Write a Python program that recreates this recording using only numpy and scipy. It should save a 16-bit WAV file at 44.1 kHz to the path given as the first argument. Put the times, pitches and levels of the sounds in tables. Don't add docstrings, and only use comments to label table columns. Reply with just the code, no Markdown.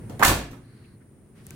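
import sys
import numpy as np
from scipy import signal
from scipy.fft import rfft, irfft, next_fast_len
from scipy.io import wavfile

SR = 44100
rng = np.random.default_rng(int(sys.argv[2]) if len(sys.argv) > 2 else 0)


def persist_wave(psi):
    counts = np.round(np.clip(psi, -1, 1) * 32767).astype(np.int16)
    wavfile.write(sys.argv[1], SR, np.atleast_2d(counts).T)


N = 68355

# start_s, rattle_and_ring_level_db, bang_level_db, bang_pitch_hz
SKIN_BLOWS = [(0.1961, -15.5, -18.5, 757), (.2045, -17, -18.5, 690), (.2160, -11.5, -8.5, 954),
              (0.2255, 4, 2, 1167), (0.2294, 0.5, 0, 1601), (0.249, -7, -8, 1090), (0.26, -9.5, -8, 748),
              (.2960, -14.5, -8, 1073), (.3150, -15.5, -10, 1030), (0.531, -29.5, -49, 986)]
# start_s, level_db
HARD_CONTACTS = [(0.0962, -27.5), (.1935, -16), (.2160, -26), (.2262, -8), (0.2321, 2.5), (0.246, -0.5),
                 (0.2494, 5.5), (.2670, -3.5), (.2805, 3), (.2920, -8), (.5115, -30.5)]
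# start_s, cab_boom_level_db, bodywork_thud_level_db
SEAL_PUSHES = [(0.094, -31.5, -11), (0.198, -28, 0), (0.225, -19.5, -2.5), (0.2531, -4, -1.5),
               (0.279, -0.5, -0.5), (0.2924, 1.5, 3), (.3130, -4, 1.5), (.3800, -13.5, -8.5),
               (.5150, -19.5, -21)]
# start_s, level_db, pitch_hz, t60_s, left_over_right_db
NEAR_CLICKS = [(1.4673, -24, 11200, 0.0017, 5.5), (1.4674, -31.5, 8400, 0.0033, 2),
               (1.4684, -34, 6940, 0.0016, 16), (1.5073, -23, 7400, 0.00165, 6),
               (1.5073, -32.5, 13560, .002, 3), (1.5073, -35.5, 2400, 0.0052, 9),
               (1.5110, -53, 1550, 0.075, 0)]
# start_s, length_s, level_db, pitch_hz, width_octaves (from the pitch to its -6 dB point)
FAINT_RUSTLES = [(.09, 0.12, -60, 1440, 0.85), (.60, 0.37, -65, 1680, 0.56), (0.611, .36, -70, 4280, .12),
                 (.838, .025, -62.5, 2607, 0.27), (1.005, .03, -64.5, 1600, 0.32),
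                 (1.35, .09, -60.5, 1630, 1.05), (1.43, 0.195, -57.5, 1700, 2.2)]

# pitch_hz, level_db, t60_s
SKIN_MODES = [(555.8, -7, .4), (593, -2.5, 0.27), (779, -9.5, .3), (876, 5, 0.19), (959.8, 2, 0.27),
              (1086, 2, .33), (1163, -2, 0.46), (1332, -4, .28), (1528, -7.5, 0.16), (1670, -1.5, .28),
              (1755, -5.5, 0.31), (1906, -9, .35), (2070, -3.5, .28)]
# pitch_hz, level_db, t60_s
CAB_MODES = [(38, -11.5, .25), (57, 2.5, 0.49), (97, -1, .55), (144.4, -8, 0.74), (206, -9.5, 0.33),
             (274.5, -7, 0.91), (340, -10.5, .4)]

# frequency_hz, level_db
RATTLE_COLOUR = [(150, -21.5), (400, -14), (750, -2.5), (1050, 0.5), (1700, -1), (2400, -7.5), (4000, -23),
                 (8000, -35.5), (16000, -43)]
# frequency_hz, level_db
STEEL_COLOUR = [(300, -19.5), (1000, -1.5), (2200, 1.5), (3500, 1), (5200, -1.5), (7200, 1.5), (9500, -1),
                (12500, -2), (15000, 0), (16000, -8)]
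# frequency_hz, level_db
THUD_COLOUR = [(20, -30), (55, -16.5), (110, -1), (250, -0.5), (400, -3.5), (700, -5), (1500, -21.5),
               (4000, -61)]
# frequency_hz, level_db
RUMBLE_COLOUR = [(20, -25.5), (45, -9), (80, -6.5), (118, 3), (165, -7), (215, -4.5), (290, -11.5),
                 (390, -10), (480, -19.5), (900, -29.5), (2000, -34), (4000, -47.5), (8000, -50.5),
                 (16000, -64)]
# frequency_hz, level_db
HISS_COLOUR = [(1000, -19.5), (4000, -22), (7500, -18.5), (8800, -7), (9600, 1), (10500, -19),
               (15500, -18.5)]

# time_s, level_db
RUMBLE_COURSE = [(0, -39), (.14, -39), (.19, -41), (.55, -46.5), (.7, -50), (1.299, -51), (1.45, -48),
                 (1.55, -44.5)]
# time_s, level_db
HISS_COURSE = [(0, -60.5), (.18, -61.5), (.6, -68), (1.3, -68), (1.55, -64.5)]

# frequency_hz, t60_s
ECHO_DECAY = [(100, .55), (500, .47), (1200, 0.38), (3000, 0.42), (7000, 0.34), (15000, 0.25)]
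# frequency_hz, correlation (1 is identical)
STEREO_LIKENESS = [(60, 0.99), (150, 0.96), (350, .88), (700, 0.5), (1400, .45), (3000, 0.093), (12000, .1)]

BANG_T60_S, BANG_RISE_S = 0.016, 0.0014
BANG_PITCH_SPREAD = 0.027
RATTLE_DB, RATTLE_T60_S = -16, 0.075
SKIN_DB, SKIN_SCATTER_DB = -34, 2
BANG_ECHO_DB, RATTLE_ECHO_DB = -18.5, -4
BANG_PAN_DB, ECHO_PAN_DB = -5, -7
DOOR_LEAD_S = 0.00012

CLACK_DB, CLACK_T60_S, CLACK_RISE_S = -13.5, 0.025, 0.001
CLACK_ECHO_DB, CLACK_PAN_DB = 2, -2

PULSE_DB, PULSE_S = -20, 0.0018
CAB_DB, CAB_SCATTER_DB = -30.5, 1.5
THUD_DB, THUD_T60_S = -28, 0.38

CLICK_GRIT, CLICK_OCTAVES = 0.5, 0.45
ECHO_BUILD_S = 0.004
CLIP_TOP, TOP_HZ = 0.97, 16000


def door_skin():
    direct, echo = np.zeros((2, 2, N))
    for start_s, rattle_db, bang_db, pitch_hz in SKIN_BLOWS:
        t = since(start_s)
        hz = pitch_hz * (1 + BANG_PITCH_SPREAD * rng.standard_normal())
        bang = amp(bang_db) * fade(t, BANG_T60_S, BANG_RISE_S) * np.sin(2 * np.pi * hz * t)

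        rattle_noise = noise(lambda f: along(RATTLE_COLOUR, f))
        rattle = amp(rattle_db + RATTLE_DB) * fade(t, RATTLE_T60_S, 0.0005) * rattle_noise
        steel_ring = amp(rattle_db + SKIN_DB) * ring(SKIN_MODES, t, SKIN_SCATTER_DB)

        direct += bang + rattle + steel_ring
        echo += room(amp(BANG_ECHO_DB) * bang + amp(RATTLE_ECHO_DB) * rattle[0])
    return from_door(direct, BANG_PAN_DB) + echo * pan(ECHO_PAN_DB)


def latch_lock_and_window():
    direct, echo = np.zeros((2, 2, N))
    for start_s, level_db in HARD_CONTACTS:
        envelope = fade(since(start_s), CLACK_T60_S, CLACK_RISE_S)
        crack = amp(CLACK_DB + level_db) * envelope * noise(lambda hz: along(STEEL_COLOUR, hz))
        direct += crack
        echo += room(crack[0])
    return from_door(direct, CLACK_PAN_DB) + amp(CLACK_ECHO_DB) * echo


def cab():
    out = np.zeros((2, N))
    for start_s, boom_db, thud_db in SEAL_PUSHES:
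        t = since(start_s)
        u = t / PULSE_S
        pulse = amp(PULSE_DB) * u * (2 - u) * np.exp(1 - u)
        boom = pulse + amp(CAB_DB) * ring(CAB_MODES, t, CAB_SCATTER_DB)

        thud_noise = noise(lambda hz: along(THUD_COLOUR, hz))
        thud = amp(THUD_DB) * fade(t, THUD_T60_S, 0.002) * thud_noise
        out += amp(thud_db) * thud - amp(boom_db) * boom
    return out


def clicks():
    out = np.zeros((2, N))
    for start_s, level_db, pitch_hz, t60_s, pan_db in NEAR_CLICKS:
        t = since(start_s)
        grit = CLICK_GRIT * noise(lambda hz: hump(hz, pitch_hz, CLICK_OCTAVES))
        tick = np.sin(2 * np.pi * pitch_hz * t) + grit
        out += amp(level_db) * fade(t, t60_s, 0.00005) * tick * pan(pan_db)
    return out


def rustles():
    out = np.zeros((2, N))
    for start_s, length_s, level_db, pitch_hz, octaves in FAINT_RUSTLES:
        progress = np.minimum(since(start_s) / length_s, 1)
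        swell = np.sqrt(np.abs(np.sin(np.pi * progress)))
        out += amp(level_db) * swell * noise(lambda hz: hump(hz, pitch_hz, octaves))
    return out


def background():
    rumble = course(RUMBLE_COURSE) * noise(lambda hz: along(RUMBLE_COLOUR, hz))
    hiss = course(HISS_COURSE) * noise(lambda hz: along(HISS_COLOUR, hz))
    return rumble + hiss


def from_door(x, pan_db):
    side = np.array([[-1], [1]])
    return filtered(x * pan(pan_db), lambda hz: np.exp(1j * np.pi * hz * DOOR_LEAD_S * side))


def room(x):
    hz, t, bins = signal.stft(noise(np.zeros_like), SR, nperseg=256)
    decay = fade(t, along(ECHO_DECAY, hz)[:, None], ECHO_BUILD_S)
    tail = signal.istft(bins * decay, SR, nperseg=256)[1]
    tail = tail / np.linalg.norm(tail[0])
    return signal.fftconvolve(x[None], tail, axes=1)[:, :N]


def ring(modes, t, scatter_db):
    out = np.zeros(N)
    for hz, level_db, t60_s in modes:
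        strength = amp(level_db + scatter_db * rng.standard_normal())
        out += strength * fade(t, t60_s, 0.00033) * np.sin(2 * np.pi * hz * t)
    return out


def noise(colour_db):
    def mid_side(hz):
        turn = np.arccos(np.clip(along(STEREO_LIKENESS, hz), -1, 1)) / 2
        return amp(colour_db(hz)) * [np.cos(turn), np.sin(turn)]

    mid, side = filtered(rng.standard_normal((2, N)), mid_side)
    return unit(np.array([mid + side, mid - side]))


def hump(hz, centre_hz, octaves):
    return -20 * np.log10(1 + (np.log2((hz + 1) / centre_hz) / octaves) ** 2)


def filtered(x, response):
    m = next_fast_len(N + SR // 2)
    hz = np.fft.rfftfreq(m, 1 / SR)
    return irfft(rfft(x, m) * response(hz), m)[..., :N]


def fade(t, t60_s, rise_s):
    return np.exp(-np.log(1000) * t / t60_s) * (1 - np.exp(-t / rise_s))


def since(start_s):
    return np.maximum(np.arange(N) / SR - start_s, 0)


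def course(points):
    return amp(np.interp(since(0), *np.transpose(points)))


def along(points, hz):
    f, v = np.transpose(points)
    return np.interp(np.log(hz + 1), np.log(f + 1), v)


def pan(db):
    return amp(np.array([[db], [-db]]) / 2)


def amp(db):
    return 10 ** (np.asarray(db) / 20)


def unit(x):
    return x / np.sqrt(np.mean(x ** 2) + 1e-20)


def scene():
    slam = door_skin() + latch_lock_and_window() + cab()
    return slam + clicks() + rustles() + background()


def record(dry):
    rounded = dry / (1 + (dry / CLIP_TOP) ** 10) ** (1 / 10)
    return filtered(rounded, lambda hz: hz < TOP_HZ)


dry = scene()
out = record(dry)
persist_wave(out)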